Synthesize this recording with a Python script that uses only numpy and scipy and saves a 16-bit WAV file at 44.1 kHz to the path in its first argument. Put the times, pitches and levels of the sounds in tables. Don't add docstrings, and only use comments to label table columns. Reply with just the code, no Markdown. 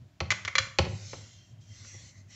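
import sys
import numpy as np
from scipy import signal
from scipy.fft import rfft, irfft
from scipy.io import wavfile
from scipy.ndimage import uniform_filter1d, map_coordinates

SR = 44100
rng = np.random.default_rng(int(sys.argv[2]) if len(sys.argv) > 2 else 0)


def put_to_file(sound):
    columns = np.atleast_2d(sound).T
    safe = np.clip(columns, -1, 1)
    whole_steps = np.round(safe * 32767)
    wavfile.write(sys.argv[1], SR, whole_steps.astype(np.int16))


N = 103635


def amp(db):
    return 10 ** (np.asarray(db) / 20)


def unit(x):
    return x / np.sqrt(np.mean(x ** 2) + 1e-20)


def spectrum_at(points, hz):
    point_hz, value = np.transpose(points)
    return np.interp(np.log(hz + 1), np.log(point_hz + 1), value)


def envelope(points):
    return amp(np.interp(np.arange(N) / SR, *np.transpose(points)))


def add(mix, start_s, sound):
    part = mix[max(round(start_s * SR), 0):][:len(sound)]
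    part += sound[:len(part)]


def colour(x, spectrum, tilt_db=0, size=8192):
    hz = np.fft.rfftfreq(size, 1 / SR)
    octaves = np.log2(np.clip(hz, 300, 8000) / 2000)
    log_gain = np.log(amp(spectrum_at(spectrum, hz) + tilt_db * octaves) + 1e-5)
    mirrored = np.r_[log_gain, log_gain[-2:0:-1]]
    response = np.exp(np.conj(signal.hilbert(mirrored)))
    taps = np.fft.ifft(response).real[:size // 2]
    return signal.fftconvolve(x, taps / np.linalg.norm(taps))[:len(x)]


def resonate(x, hz, width_hz):
    b, a = signal.iirpeak(hz, hz / width_hz, SR)
    return unit(signal.lfilter(b, a, signal.lfilter(b, a, x)))


def ring(modes, t, tilt_db=0):
    sound = np.zeros(len(t))
    for k, (hz, db, t60_s) in enumerate(modes):
        decay = amp(db + tilt_db * np.log2(hz / 2000) - 60 * t / t60_s)
        sound += (-1) ** k * decay * np.sin(2 * np.pi * hz * t)
    return sound


def rumble():
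    # time_s, level_db
    rumble_levels = [(0, -51.5), (.055, -50), (.085, -70), (.2, -80), (.27, -53), (.315, -41.5),
                     (.4, -61.5), (.46, -46), (.53, -66), (.61, -40), (.65, -48.5), (.77, -60.5),
                     (.9, -46.5), (.94, -37.5), (.99, -52), (1.035, -40), (1.08, -52.5), (1.22, -46.5),
                     (1.31, -63.5), (1.41, -55), (1.475, -72.5), (1.52, -49.5), (1.57, -54.5),
                     (1.61, -52.5), (1.67, -58), (1.71, -46.5), (1.76, -62), (1.83, -47.5), (1.9, -62),
                     (1.955, -49), (2.01, -56), (2.05, -49), (2.13, -70), (2.185, -48.5), (2.35, -62)]
    # frequency_hz, relative_db
    shake_spectrum = [(15, -39), (25, -38.5), (64, -17.5), (82, -4), (102, -8), (124, -3.5), (144, -7),
                      (195, -21.5), (230, -14.5), (255, -27.5), (288, -32), (609, -32.5), (900, -49.5),
                      (1170, -57), (1980, -120)]
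    shake = unit(colour(rng.standard_normal(N), shake_spectrum))
    resonance = resonate(rng.standard_normal(N), hz=100.97, width_hz=10)
    boom = unit(np.cos(np.angle(signal.hilbert(resonance))))
    return envelope(rumble_levels) * (amp(-0.5) * shake + amp(4) * boom)


def still_air():
    # frequency_hz, relative_db
    air_spectrum = [(15, -55), (25, -11), (99, 8.5), (330, -7), (410, -17), (522, -30), (589, -9),
                    (887, -19), (1000, -18), (1270, -20.5), (1470, -19.5), (3110, -23), (7960, -28.5),
                    (10300, -47.5), (17500, -120)]
    return amp(-59) * unit(colour(rng.standard_normal(N), air_spectrum))


def crack(t, hold_s, t60_s, scatter_db):
    decay = amp(-60 * np.maximum(t - hold_s, 0) / t60_s) * (t > 0)
    scatter = rng.standard_normal(len(t)) * decay
    for _ in range(3):
        spectrum = rfft(scatter)
        scatter = irfft(spectrum / (abs(spectrum) + 1e-12), len(t)) * np.sqrt(decay)
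    return 2 * ((t == 0) + amp(scatter_db) * scatter / np.linalg.norm(scatter))


def through_tray(x, contact_hz, stages, bend_hz=812):
    pole = np.exp(-2 * np.pi * bend_hz / SR)
    x = signal.lfilter(*signal.butter(2, contact_hz, fs=SR), x)
    for _ in range(stages):
        x = signal.lfilter([-pole, 1], [1, -pole], x)
    return x


def thud(t, rise_s=0.0054):
    # pitch_hz, level_db, t60_s
    table_modes = [(73, 0, 0.2), (85.9, 4, .3), (103.2, -7, 0.59), (133.4, -2.5, 0.37), (161.2, -6, 0.17),
                   (187.3, -13, 0.56)]
    return ring(table_modes, t) * (1 - np.exp(-t / rise_s))


def knocks():
    # start_s, crack_db, contact_hz, tray_db, thud_db, dispersion_stages
    blows = [(0.2039, -11, 6020, -33, -28.5, 17), (0.7867, -1, 9360, -24, -20.5, 10),
             (.851, -21.5, 6000, -51, -48, 11), (0.863, -13.5, 486, -49, -30.5, 11),
             (1.1326, -19.5, 2200, -46.5, -49, 3), (1.944, -33.5, 590, -58.5, -50.5, 3)]
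    # frequency_hz, relative_db
    slap_spectrum = [(100, -10.5), (350, 11.5), (700, 7.5), (1350, 1), (1600, -1.5), (2050, 4), (2550, 0.5),
                     (2780, 0), (3020, 2.5), (3500, -4.5), (4300, 0.5), (4700, -2.5), (5100, -5),
                     (6400, -10), (7400, -12), (12000, -36.5)]
    # pitch_hz, level_db, t60_s
    tray_modes = [(215, -6, .16), (357, -2, .17), (543, -2, .15), (650, -7, .09), (890, -4, .07),
                  (1118, -1, .07), (1330, 0, .07), (2060, 0, .04), (2560, 3, .025), (3020, 0, .035),
                  (4250, 1, .03), (4680, -1, .025), (5780, -3, .03)]
    cracks, rings, t = np.zeros(N), np.zeros(N), np.arange(SR) / SR
    for start_s, crack_db, contact_hz, tray_db, thud_db, stages in blows:
        slap = colour(crack(t, hold_s=0.0064, t60_s=0.026, scatter_db=3), slap_spectrum)
        add(cracks, start_s, amp(crack_db) * through_tray(slap, contact_hz, stages))
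        tray = through_tray(ring(tray_modes, t), contact_hz, stages)
        add(rings, start_s, amp(tray_db) * tray + amp(thud_db) * thud(t))
    return cracks, rings


def clacks():
    # start_s, crack_db, tilt_db_per_octave, handle_db, barrel_db, thud_db
    blows = [(.305, -9, 2, -9.5, -42, -46.5), (.315, -12, 3.5, -17, -39.5, -50),
             (.3208, -10.5, -2.5, -26, -48.5, -55), (.4502, -16.5, 0.5, -44.5, -45.5, -74),
             (.4772, -27.5, 6, -19, -64.5, -51), (.480, -15.5, -2.5, -19.5, -49.5, -62),
             (.5539, -9.5, 0, -12.5, -27, -44), (.583, -2.5, 0.5, -41.5, -21.5, -51.5),
             (1.848, -39.5, -5, -78, -58.5, -62.5)]
    # frequency_hz, relative_db
    snap_spectrum = [(200, -20), (340, -17.5), (570, -10), (750, -14), (1160, -1.5), (2200, -0.5),
                     (2660, -5.5), (3360, -4.5), (3800, -7.5), (4200, -9), (5400, -10), (6200, -9.5),
                     (7400, -16.5), (8000, -24.5), (10000, -38), (15500, -48.5)]
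    # pitch_hz, level_db, t60_s
    handle_modes = [(2033, -4.5, 0.044), (2311, -5, 0.027)]
    # pitch_hz, level_db, t60_s
    barrel_modes = [(540, -12, .2), (1150, -6, .05), (1310, -3, .06), (1660, -4, .06), (1800, -2, .07),
                    (2325, -3, .07), (2530, -5, .04), (3070, -3, .035), (3340, 0, .04), (3892, -4, .05),
                    (4112, -1, .07), (4245, -3, .07), (4650, -3, .03), (6110, -3, .04), (6490, -9, .04),
                    (7150, -9, .035)]
    cracks, rings, t = np.zeros(N), np.zeros(N), np.arange(SR // 2) / SR
    for start_s, crack_db, tilt_db, handle_db, barrel_db, thud_db in blows:
        snap = crack(t, hold_s=0.0039, t60_s=0.045, scatter_db=3.5)
        add(cracks, start_s, amp(crack_db) * colour(snap, snap_spectrum, tilt_db))
        handles = amp(handle_db) * ring(handle_modes, t)
        barrel = amp(barrel_db) * ring(barrel_modes, t, tilt_db)
        add(rings, start_s, handles + barrel + amp(thud_db) * thud(t))
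    return cracks, rings


def axle_turning(x, depth_db=3.5, patch_hz=257.3, patch_s=0.079):
    frames = dict(fs=SR, nperseg=1024, noverlap=768)
    hz, t, bands = signal.stft(x, **frames)
    grid = np.meshgrid(hz / patch_hz, t / patch_s, indexing="ij")
    patches = map_coordinates(rng.standard_normal((256, 128)), grid, order=3, mode="wrap")
    return unit(signal.istft(bands * amp(depth_db * patches), **frames)[1][:N])


def rubbing(grains_per_s=6000, start_s=0.8, fade_s=0.08):
    # time_s, level_db
    hiss_levels = [(0.86, -76), (0.888, -55.5), (1.132, -48.5), (1.524, -70.5), (1.586, -95.5),
                   (1.614, -63.5), (1.652, -68), (1.768, -54), (1.83, -55.5), (1.876, -50.5),
                   (2.096, -55.5), (2.138, -68), (2.182, -61), (2.216, -67.5), (2.254, -93.5), (2.308, -56),
                   (2.35, -52)]
    # frequency_hz, relative_db
    hiss_spectrum = [(250, -19.5), (600, -16.5), (1000, -21), (1400, -17), (2000, -13), (2600, -6.5),
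                     (3400, -7), (4100, -3.5), (4900, -4.5), (6000, 1), (6800, -7.5), (7500, -2.5),
                     (8000, -12), (10000, -31.5), (13000, -38)]
    # pitch_hz, width_hz, level_db
    barrel_resonances = [(543, 48, -26.5), (4030, 260, -22), (6040, 450, -10.5)]
    # time_s, level_db
    handle_levels = [(.8, -90), (.95, -64), (1.25, -65), (1.45, -77), (1.6, -89), (1.72, -67.5),
                     (1.95, -58), (2.1, -66.5), (2.2, -66.5), (2.25, -83), (2.31, -61)]
    # pitch_hz, width_hz, level_db
    squeal_partials = [(2790, 89, -5), (3182, 110, 2), (6570, 150, -9.5)]
    # time_s, level_db
    squeal_levels = [(1.05, -90), (1.2, -66.5), (1.4, -68.5), (1.52, -75), (1.6, -76.5), (1.75, -65),
                     (1.85, -98)]
    grains = rng.standard_normal(N) * (rng.random(N) < grains_per_s / SR)
    grains *= amp(np.minimum(rng.exponential(1, N), 4))
    slips = axle_turning(rng.standard_normal(N) + amp(-8.5) * unit(grains))
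    hiss = amp(1.5) * unit(colour(slips, hiss_spectrum))
    hiss += sum(amp(db) * resonate(slips, hz, width) for hz, width, db in barrel_resonances)
    chafe = rng.standard_normal(N)
    handles = resonate(chafe, hz=2034, width_hz=260)
    handles += amp(-7) * resonate(slips, hz=1700, width_hz=2000)
    squeal = sum(amp(db) * resonate(chafe, hz, width) for hz, width, db in squeal_partials)
    rolling = np.clip((np.arange(N) / SR - start_s) / fade_s, 0, 1)
    return rolling * (envelope(hiss_levels) * hiss + envelope(handle_levels) * handles
                      + envelope(squeal_levels) * squeal)


def kitchen(x, tails=3, cycle_s=0.3184, onset_s=0.002, low_cut_hz=220):
    # frequency_hz, t60_s
    decay_times = [(100, 0.55), (300, 0.41), (700, 0.49), (2000, 0.45), (5000, 0.38), (8000, 0.48)]
    x = signal.lfilter(*signal.butter(2, low_cut_hz, "high", fs=SR), x)
    reverb = np.zeros(N)
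    for k in range(tails):
        hz, t, bands = signal.stft(rng.standard_normal(SR), SR, nperseg=256)
        bands /= np.sqrt(uniform_filter1d(abs(bands) ** 2, size=24, axis=1) + 1e-20)
        decay = amp(-60 * t / spectrum_at(decay_times, hz)[:, None])
        tail = signal.istft(bands * decay, SR, nperseg=256)[1]
        tail *= np.clip(np.arange(len(tail)) / SR / onset_s - 0.5, 0, 1)
        phase = np.pi * (np.arange(N) / SR / cycle_s + k / tails)
        share = np.cos(phase) ** 2 * np.sqrt(8 / 3 / tails)
        reverb += signal.fftconvolve(x * share, tail / np.linalg.norm(tail))[:N]
    return reverb


def microphone(x, hiss_db=-85.5):
    # frequency_hz, gain_db
    response = [(20, -16.5), (40, -3), (65, -4), (7200, -2), (7700, -7), (8400, -23.5), (11000, -9),
                (15000, -23.5)]
    hz = np.fft.rfftfreq(2 * N, 1 / SR)
    filtered = irfft(rfft(x, 2 * N) * amp(spectrum_at(response, hz)))[:N]
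    return filtered + amp(hiss_db) * rng.standard_normal(N)


def scene():
    # delay_s, level_db
    echoes = [(.0017, -20), (.0048, -15.5), (.0093, -33.5)]
    cracks, rings = np.add(clacks(), knocks())
    impacts = cracks + rings
    rub = rubbing()
    air = still_air()
    reverb = kitchen(cracks + amp(-2) * (rings + rub))
    sound = impacts + rub + amp(-8) * reverb + rumble() + air
    for delay_s, level_db in echoes:
        add(sound, delay_s, amp(level_db) * impacts)
    return microphone(sound)[None]


def record(dry):
    cutoff_hz = 15700
    taps = signal.firwin(511, cutoff_hz, window=("kaiser", 9), fs=SR)
    return signal.oaconvolve(dry, taps[None], "same")


dry = scene()
out = record(dry)
put_to_file(out)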